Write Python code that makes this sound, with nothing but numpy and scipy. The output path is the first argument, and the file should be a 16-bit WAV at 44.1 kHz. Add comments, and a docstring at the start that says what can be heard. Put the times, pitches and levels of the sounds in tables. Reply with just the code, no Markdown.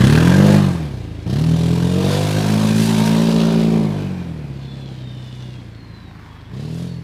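"""A buggy drives off through mud

A V-twin buggy blips its throttle close by, pulls away, coasts far off and blips again.
Its two cylinders fire in an uneven pair into a booming exhaust, each firing with a puff of rasping gas.
Throttle, engine speed, distance and heading set how loud each of the engine's voices is.
The tyres spray soil, the gears whine as the buggy slows, and a wood sends back a faint echo."""
import sys
import numpy as np
from scipy import signal
from scipy.fft import irfft
from scipy.io import wavfile
from scipy.ndimage import uniform_filter1d, map_coordinates

SR = 44100
rng = np.random.default_rng(int(sys.argv[2]) if len(sys.argv) > 2 else 0)


def dump_mix(stems):
    """Bounce the given channels to the path in sys.argv[1] as a 16-bit WAV at rate SR."""
    frames = np.atleast_2d(stems).T  # one column per channel
    limited = np.clip(frames, -1, 1)  # hard clip at full scale
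    pcm = np.round(limited * 32767).astype(np.int16)
    wavfile.write(sys.argv[1], SR, pcm)


N = 310023
TIME = np.arange(N) / SR

# low rumble of the open air: f/Hz, level/dB
AIR_SPECTRUM = [(20, -15), (54, -11), (90, 1.5), (150, 6.5), (300, -0.5), (700, -24), (2000, -14),
                (6000, -40), (15000, -48)]
# how far away the buggy is: t/s, distance/m
PATH = [(0, 5.37), (.5, 8.1), (1.1, 18.4), (1.5, 16.5), (2.3, 17.8), (3.7, 18.7), (4.6, 29.6), (5.5, 40),
        (6.2, 81), (7.03, 99)]
# how it is turned: t/s, heading (0 = tail towards the listener, 1 = side on)
SIDE_ON = [(0, 0), (.55, 0.22), (.78, 0.21), (1.18, 0.003), (1.34, 0.23), (1.85, 0.37), (2.25, 0.69),
           (3.1, 0.73), (3.45, 0.36), (3.8, 0.058), (5, 0.12), (6.2, 0.35), (7.03, 0.65)]
# the gear shaft slows with the wheels, then picks up: t/s, f/Hz
SHAFT_SPEED = [(4.42, 728), (4.68, 697), (4.85, 684), (5.04, 617), (5.28, 592), (5.46, 577), (5.62, 535),
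               (5.75, 484), (5.92, 459), (6.1, 425), (6.28, 375), (6.42, 362), (6.88, 492)]
# spells in which gears sing: start/s, end/s, multiple of the shaft speed, start level/dB, end level/dB
GEAR_WHINES = [(4.58, 4.987, 5, -51, -53), (4.58, 5.06, 6, -54, -56), (4.92, 5.6, 5, -56, -53),
               (4.98, 5.68, 6, -48.5, -54), (5.697, 6.16, 9, -56.5, -51), (6.222, 6.562, 9, -63, -58),
               (6.83, 7.024, 9, -49, -50)]
# swells of noise from tyres, engine and brakes: t/s, half length/s, churning/dB, hiss/dB, spray/dB
NOISE_SWELLS = [(2.128, 0.091, -35.5, -32, -37), (2.83, 0.067, -72, -68, -31), (3.068, 0.02, -50, -52, -30),
                (3.366, 0.32, -60, -33.5, -62), (4.06, 0.22, -47, -49, -73), (4.83, 0.37, -59, -51, -68),
                (5.396, 0.23, -61, -49.5, -61), (6.277, 0.49, -48, -56.5, -80),
                (6.78, 0.089, -82, -65, -48.5)]
# a churning noise: f/Hz, level/dB
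CHURN_SPECTRUM = [(400, -1), (750, 9.5), (1080, 13), (1300, 4), (1700, 8), (2300, -0.5), (3200, -19),
                  (6000, -22)]
# a high spray of fizz and soil: f/Hz, level/dB
SPRAY_SPECTRUM = [(3000, -4), (6000, 0), (7200, -3), (8800, -4), (9900, -3.5), (11000, -7.5),
                  (13000, -10.5), (15500, -20)]

# engine cycles a second: t/s, f/Hz
ENGINE_SPEED = [(0.0, 29.55), (0.11, 37.18), (0.46, 50.99), (0.61, 49.85), (1.03, 27.61), (1.23, 25.95),
                (1.42, 39.82), (1.84, 43.09), (2.22, 50.88), (2.9, 55.15), (2.99, 53.76), (3.22, 56.12),
                (3.78, 55.27), (4.27, 42.1), (4.5, 33.93), (4.87, 33.58), (5.03, 31.22), (5.5, 31.55),
                (5.73, 28.05), (6.07, 27.51), (6.44, 24.64), (6.66, 38.88), (6.85, 43.92), (7.03, 40.38)]
# throttle presses: opens/s, starts to shut/s, closing time/s, depth (1 = full), extra share at the start
THROTTLE_PRESSES = [(-.03, 0.535, 0.27, 0.78, 0.32), (1.245, 3.797, 0.36, 0.79, 0.59),
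                    (3.953, 4.22, 0.12, 0.12, 0), (6.502, 6.837, 0.27, 1.15, 0.23)]
# each voice by name ("order k" is the tone at k times the engine speed): base level/dB, then the change
# for full throttle/dB, doubled engine speed/dB, turning side on/dB, doubled distance/dB
VOICE_LEVELS = { "order 1": (-49, 4, 27, -2, -4), "order 2": (-27.5, 2, 11, 4.5, -5),
                "order 3": (-21, 2.5, 17.5, -7.5, -3), "order 4": (-22, 8, 5.5, 0, -4.5),
                "order 5": (-39, -1, 21, 2.5, -2), "order 6": (-35.5, 14.5, -5, -7, -5),
                "bark": (-33, 9.5, 3, 0.5, -6.5), "chuff": (-31.5, 5, 7.5, -4.5, -6),
                "knock": (-43.5, 7, 6, 9.5, -13.5), "clatter": (-40.5, 1.5, 10, 9, -6.5),
                "rasp": (-45.5, 10, 0.5, 14, -7), "spray": (-50, 10, 5, 17.5, -8.5), }
# ringing notes of the engine's covers: f/Hz, width/Hz, level/dB
COVER_RINGS = [(935, 90, -7), (1605, 90, 4), (1785, 90, 1), (2050, 90, -3), (2466, 60, -4)]
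# engine clatter: f/Hz, level/dB
CLATTER_SPECTRUM = [(400, -25), (850, 7), (1000, 11.5), (1300, 5), (1620, 2.5), (2000, -0.5), (2400, 6.5),
                    (3500, -22)]
# a hard knock that only carries a few metres: f/Hz, level/dB
KNOCK_SPECTRUM = [(700, -17.5), (1200, -5), (1650, -10.5), (2100, -15.5), (2800, -17), (6000, -39)]
# a rasping hiss: f/Hz, level/dB
RASP_SPECTRUM = [(1200, 0.5), (2200, -6.5), (2700, 7.5), (3900, 8), (5000, 3), (6300, -5.5), (8000, -9),
                 (14000, -70)]
# a duct resonance swells or dips: t/s, half length/s, f/Hz, change/dB
DUCT_HOWLS = [(0.463, 0.11, 485, 3.5), (0.537, 0.058, 636, 5.5), (2.02, 0.069, 442, 9.5),
              (2.173, 0.073, 492, 7.5), (2.093, 0.12, 636, 9.5), (2.38, 0.15, 700, 9),
              (2.902, 0.025, 880, 12.5), (3.05, 0.25, 540, -13), (3.063, 0.17, 910, 3),
              (3.248, 0.43, 614, 7.5), (3.49, 0.41, 420, 7), (4.084, 0.13, 2550, 5.5),
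              (6.717, 0.29, 430, 9)]
# firings that crack out under load: t/s, ping/dB, hiss/dB
LOUD_FIRINGS = [(0.071, -19, -17), (0.099, -19, -14), (0.125, -16, -18), (0.151, -17, -25),
                (0.176, -11, -27), (0.2735, -8.5, -24), (1.44, -33, -19), (3.077, -30, -17),
                (3.363, -30, -19)]
# a hard firing rings the covers: f/Hz, level/dB
PING_SPECTRUM = [(900, -34), (1650, 3), (2000, -7), (3200, -33)]
# pops on a shut throttle: t/s, level/dB
PIPE_POPS = [(0.979, -27), (1.049, -22), (1.222, -28)]
# a soft pop in the pipe: f/Hz, level/dB
POP_SPECTRUM = [(60, 0), (190, 3), (400, 1), (900, -37), (2000, -60)]
# gas puffing out of the pipe: f/Hz, level/dB
CHUFF_SPECTRUM = [(20, -19), (50, -3), (110, 0), (200, 10), (320, 7.5), (500, 2), (750, 0), (1000, -10),
                  (1400, -55)]
# how the exhaust pipe shapes its tones: f/Hz, level/dB
PIPE_SPECTRUM = [(55, -7), (110, 13.5), (165, 18.5), (230, 0), (300, -5.5), (400, -11.5), (500, -13.5),
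                 (620, -18), (760, -24), (1000, -25), (1500, -45.5)]
# an exhaust tone fades or swells for a moment: t/s, order, half length/s, change/dB
TONE_FADES = [(0.4, 12, 0.25, 7), (0.843, 3, 0.078, -24), (1.157, 4, 0.2, -4.5), (1.475, 4, 0.14, 4.5),
              (1.644, 10, 0.69, 6), (2.262, 4, 0.17, -15), (3.07, 17, 0.1, 10), (3.416, 2, 0.34, -14),
              (3.975, 4, 0.082, -10), (4.838, 3, 1, -13), (5.2, 2, 0.69, -4.5), (6.13, 4, 0.56, -4)]

NEAR_M, CRUISE_HZ = 10, 40  # distance and engine speed at which the base levels hold
PAIR_GAP = 0.2904  # the second cylinder fires this share of a cycle after the first


def amp(db):
    """Turns decibels into a gain."""
    return 10 ** (np.asarray(db) / 20)


def unit(x):
    """Scales a signal to an average size (rms) of 1."""
    return x / np.sqrt(np.mean(x ** 2) + 1e-20)


def curves(rows):
    """Joins each column of a table with straight lines in time."""
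    times, *columns = np.transpose(rows)
    return [np.interp(TIME, times, column) for column in columns]


def swell(s, half_s):
    """A smooth rise and fall around the moment s."""
    return np.exp(-((TIME - s) / half_s) ** 2)


def wander(rate):
    """A smooth random wobble with about rate new values a second."""
    values, coarse = rng.standard_normal(4096), TIME[::32]
    smooth = map_coordinates(values, [coarse * rate], order=3, mode="wrap")
    return unit(np.interp(TIME, coarse, smooth))


def gains(spectrum, at_hz):
    """Reads a spectrum's gain at the given frequencies."""
    hz, db = np.transpose(spectrum)
    return amp(np.interp(np.log(abs(at_hz) + 1), np.log(hz), db))


def colour(x, spectrum):
    """Filters a sound by a spectrum and scales it to size 1."""
    taps = np.fft.fftshift(irfft(gains(spectrum, np.fft.rfftfreq(N, 1 / SR))))
    return unit(signal.oaconvolve(x, taps[N // 2 - 2049:N // 2 + 2048], "same"))


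def response(spectrum, size=8192):
    """Frequencies, and the gain and phase at each, of a filter that rings only after it is struck."""
    hz = np.fft.fftfreq(size, 1 / SR)
    log_gain = np.log(gains(spectrum, hz))
    return hz[:size // 2], np.exp(np.conj(signal.hilbert(log_gain)))[:size // 2]


def open_air():
    """The outdoors rumbles quietly and steadily."""
    return amp(-42.5) * colour(rng.standard_normal(N), AIR_SPECTRUM)


def forest_echo(x, fade_s=1.0, delay_s=.04):
    """The edge of the wood scatters back a faint, dull tail."""
    t = TIME[:SR]
    tail = rng.standard_normal(SR) * amp(-60 * t / fade_s) * (t > delay_s)
    dull_tail = signal.lfilter([.2], [1, -.8], tail / np.linalg.norm(tail))
    return amp(-22) * signal.oaconvolve(x, dull_tail)[:N]


def reflections(x):
    """Shifting reflections off the bodywork and the ground lift and sink narrow bands for a moment."""
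    bands = signal.stft(x, nperseg=512)[2]
    patches = rng.standard_normal(bands.shape[::-1])
    patches = uniform_filter1d(patches, 18, axis=0)  # smooth over time
    patches = uniform_filter1d(patches, 2, axis=1)  # and over frequency
    lift = unit(amp(1.7 * unit(patches.T)))
    return signal.istft(bands * lift, nperseg=512)[1][:N]


def gear_whine(fade_s=0.1):
    """Meshing gears sing with a grainy edge at multiples of one shaft that turns with the wheels."""
    shaft_hz, = curves(SHAFT_SPEED)
    whine = 0
    for start, end, multiple, *db in GEAR_WHINES:
        fade = np.clip(np.minimum(TIME - start, end - TIME) / fade_s, 0, 1)
        turns = np.cumsum(round(multiple) * shaft_hz * (1 + .008 * wander(240))) / SR
        grain = amp(1.2 * wander(24)) * (1 + .45 * (wander(130) + 1j * wander(130)))
        tone = (grain * np.exp(2j * np.pi * turns)).real
        whine += fade * amp(np.interp(TIME, (start, end), db)) * tone
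    return whine


def crumbs(spread_db, per_s=2000):
    """Crumbs of soil land as scattered clicks of very different sizes."""
    sizes = amp(spread_db * np.minimum(rng.exponential(1, N), 4))
    return unit(sizes * rng.standard_normal(N) * (rng.random(N) < per_s / SR))


def churn_and_hiss():
    """Gritty churning, hiss and spray from tyres, engine and brakes swell at set moments."""
    layers = [colour(rng.standard_normal(N) + crumbs(spread_db=5.5), spectrum)
              for spectrum in (CHURN_SPECTRUM, RASP_SPECTRUM, SPRAY_SPECTRUM)]
    return sum(swell(s, half_s) * amp(db) * layer
               for s, half_s, *levels in NOISE_SWELLS for db, layer in zip(levels, layers))


def pedal(opening_s=0.03, surge_s=0.095):
    """Load on the engine: each press opens quickly with a surge, holds and closes more slowly."""
    throttle = 0
    for opens, shuts, closing_s, depth, extra in THROTTLE_PRESSES:
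        surge = 1 + extra * np.exp(-abs(TIME - opens) / surge_s)
        opening = np.clip((TIME - opens) / opening_s, 0, 1)
        closing = np.clip(1 - (TIME - shuts) / closing_s, 0, 1)
        throttle += depth * surge * opening * closing
    return throttle


def loudness(speed, throttle, build_s=0.023):
    """Each voice's gain from throttle, engine speed, heading and distance."""
    (metres,), (side_on,) = curves(PATH), curves(SIDE_ON)
    revs, far = np.log2(speed / CRUISE_HZ), np.log2(metres / NEAR_M)
    hold = np.exp(-1 / (build_s * SR))
    lagging = signal.lfilter([1 - hold], [1, -hold], throttle, zi=throttle[:1])[0]
    built = np.minimum(throttle, lagging)  # the high noises take a moment to build
    level = {}
    for name, (db, push_db, rev_db, side_db, far_db) in VOICE_LEVELS.items():
        drive = built if name in ("clatter", "rasp", "spray") else throttle
        level[name] = amp(db + push_db * drive + rev_db * revs + side_db * side_on + far_db * far)
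    return level


def puffs(turns, speed, punch, lag_s=.0037, decay_s=.003, steady=.55, uneven_db=2, rise_s=.0018):
    """Noise bursts out as each exhaust valve opens, then dies away; with little punch it is nearly even."""
    pulses = 0
    for delay, size in ((0, 1), (PAIR_GAP, 0.69)):
        cycle, part = np.divmod(turns - lag_s * speed - delay + 2 + .5, 1)
        from_peak_s = (part - .5) / speed
        strengths = amp(uneven_db * rng.uniform(-1, 1, 1024))
        shape = np.exp(-abs(from_peak_s) / np.where(from_peak_s < 0, rise_s, decay_s))
        pulses += size * strengths[cycle.astype(int)] * shape
    flow = steady + punch * pulses
    return flow / np.sqrt(uniform_filter1d(flow ** 2, SR // 8)) * rng.standard_normal(N)


def covers(x):
    """The engine's metal covers ring briefly with every knock, most clearly from close by."""
    metres, = curves(PATH)
    rings = sum(amp(db) * signal.lfilter(*signal.iirpeak(hz, hz / width, SR), x)
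                for hz, width, db in COVER_RINGS)
    return x + amp(-2 * np.log2(metres / NEAR_M)) * rings


def duct(x):
    """Resonances swell and fade at set moments, colouring the engine's sound."""
    howls = sum((amp(db) - 1) * swell(s, half_s) * signal.lfilter(*signal.iirpeak(hz, Q=6.9, fs=SR), x)
                for s, half_s, hz, db in DUCT_HOWLS)
    return x + howls


def engine_rattle(firing, level, flicker):
    """Each firing shakes the covers, giving a clatter and a harder knock."""
    clatter = colour(covers(puffs(*firing)), CLATTER_SPECTRUM)
    knock = colour(covers(puffs(*firing, steady=.45)), KNOCK_SPECTRUM)
    return level["clatter"] * flicker * clatter + level["knock"] * knock


def rasp_and_spray(firing, level):
    """Jets of gas rasp with each firing; above them a thin fizz mixes with flying soil."""
    rasp = colour(puffs(*firing, decay_s=.0036), RASP_SPECTRUM)
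    fizz = puffs(*firing, lag_s=.0038, decay_s=.004, steady=.65, uneven_db=3)
    spray = colour(fizz + .24 * crumbs(spread_db=2.4), SPRAY_SPECTRUM)
    return level["rasp"] * rasp + level["spray"] * spray


def burst(s, db, decay_s, spectrum):
    """One short burst of gas at the moment s, shaped by a spectrum and peaking at db."""
    t = TIME[:4096]
    ring = irfft(np.append(response(spectrum)[1], 0))[:len(t)]
    sound = signal.fftconvolve(rng.standard_normal(len(t)) * np.exp(-t / decay_s), ring)
    return np.pad(amp(db) * sound / abs(sound).max(), (round(s * SR), N))[:N]


def cracks_and_pops(crack_s=0.0012, pop_s=0.0019):
    """Under load a few firings crack out above the rest; on a shut throttle the pipe pops softly."""
    cracks = sum(burst(s, ping_db, crack_s, PING_SPECTRUM) + burst(s, hiss_db, crack_s, RASP_SPECTRUM)
                 for s, ping_db, hiss_db in LOUD_FIRINGS)
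    return cracks + sum(burst(s, db, pop_s, POP_SPECTRUM) for s, db in PIPE_POPS)


def exhaust_chuff(firing, level):
    """Each firing pushes a low, breathy puff of gas out of the pipe."""
    gas = puffs(*firing, lag_s=.004, decay_s=.006, uneven_db=3)
    return level["chuff"] * colour(gas, CHUFF_SPECTRUM)


def exhaust_tones(turns, speed, throttle, level, flutter=0.11, misfire=0.04):
    """Pairs of pressure pulses ring the pipe: the low tones boom and the higher ones bark."""
    hz, pipe = response(PIPE_SPECTRUM)
    boom = bark = bark_power = 0
    for k in range(1, 24):
        name = "order " + str(k)
        booming = name in level
        wave = np.exp(2j * np.pi * k * turns)
        second_size = 0.74 if booming else 0.47  # the second firing is blunter: weaker overtones
        pair = 1 + second_size * np.exp(-2j * np.pi * k * PAIR_GAP)
        weight = np.interp(k * speed, hz, pipe) * pair
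        fade = amp(sum(db * swell(s, half_s) for s, order, half_s, db in TONE_FADES if order == k))
        if booming:
            boom += np.sqrt(2) * level[name] * fade * (weight * wave).real / abs(weight)
        else:
            weight *= amp(3 * wander(8))  # ground reflections make each tone fade slowly
            weight *= np.clip((k * speed - 170) / 100, 0, 1)  # the bark lies above the boom
            # uneven burning smears the tone, most on a shut throttle
            smear = 1 + (.11 + .25 * np.maximum(1 - throttle, 0)) * (wander(45) + 1j * wander(45))
            bark += fade * (weight * smear * wave).real
            bark_power += abs(weight) ** 2 / 2
    strength = 1 + (flutter + misfire * (1 - throttle)) * wander(60)  # no two firings are equally strong
    return strength * (boom + level["bark"] * bark / np.sqrt(bark_power))


def scene():
    """One crankshaft times the engine's tones and puffs; noise swells, gears, echo and air join them."""
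    (speed,), (metres,) = curves(ENGINE_SPEED), curves(PATH)
    throttle = pedal()
    level = loudness(speed, throttle)
    turns = .83 + np.cumsum(speed) / SR + 0.0015 * wander(80)  # engine cycles so far, slightly shaky
    # each firing hits hardest under load at low revs, and distance blurs it
    punch = np.clip(throttle, .18, 1) * np.clip(48 / speed, 1, 1.25) ** 2 * np.minimum(1, 35 / metres)
    firing = turns, speed, punch
    flicker = amp(.7 * wander(26))  # hiss and clatter flicker slightly and at random in level
    chuff = exhaust_chuff(firing, level)
    rattle = duct(engine_rattle(firing, level, flicker))
    hiss = flicker * (rasp_and_spray(firing, level) + churn_and_hiss())
    roar = reflections(rattle + hiss) + cracks_and_pops()
    exhaust = duct(exhaust_tones(turns, speed, throttle, level) + chuff)
    buggy = exhaust + roar + gear_whine()
    return (open_air() + forest_echo(buggy) + buggy)[None]


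def record(dry, top_hz=15550):
    """Clips any peak beyond full scale, then cuts the highest treble."""
    low_pass = signal.firwin(511, top_hz, window=("kaiser", 9), fs=SR)
    return signal.oaconvolve(np.clip(dry, -1, 1), low_pass[None], "same")


dry = scene()
out = record(dry)
dump_mix(out)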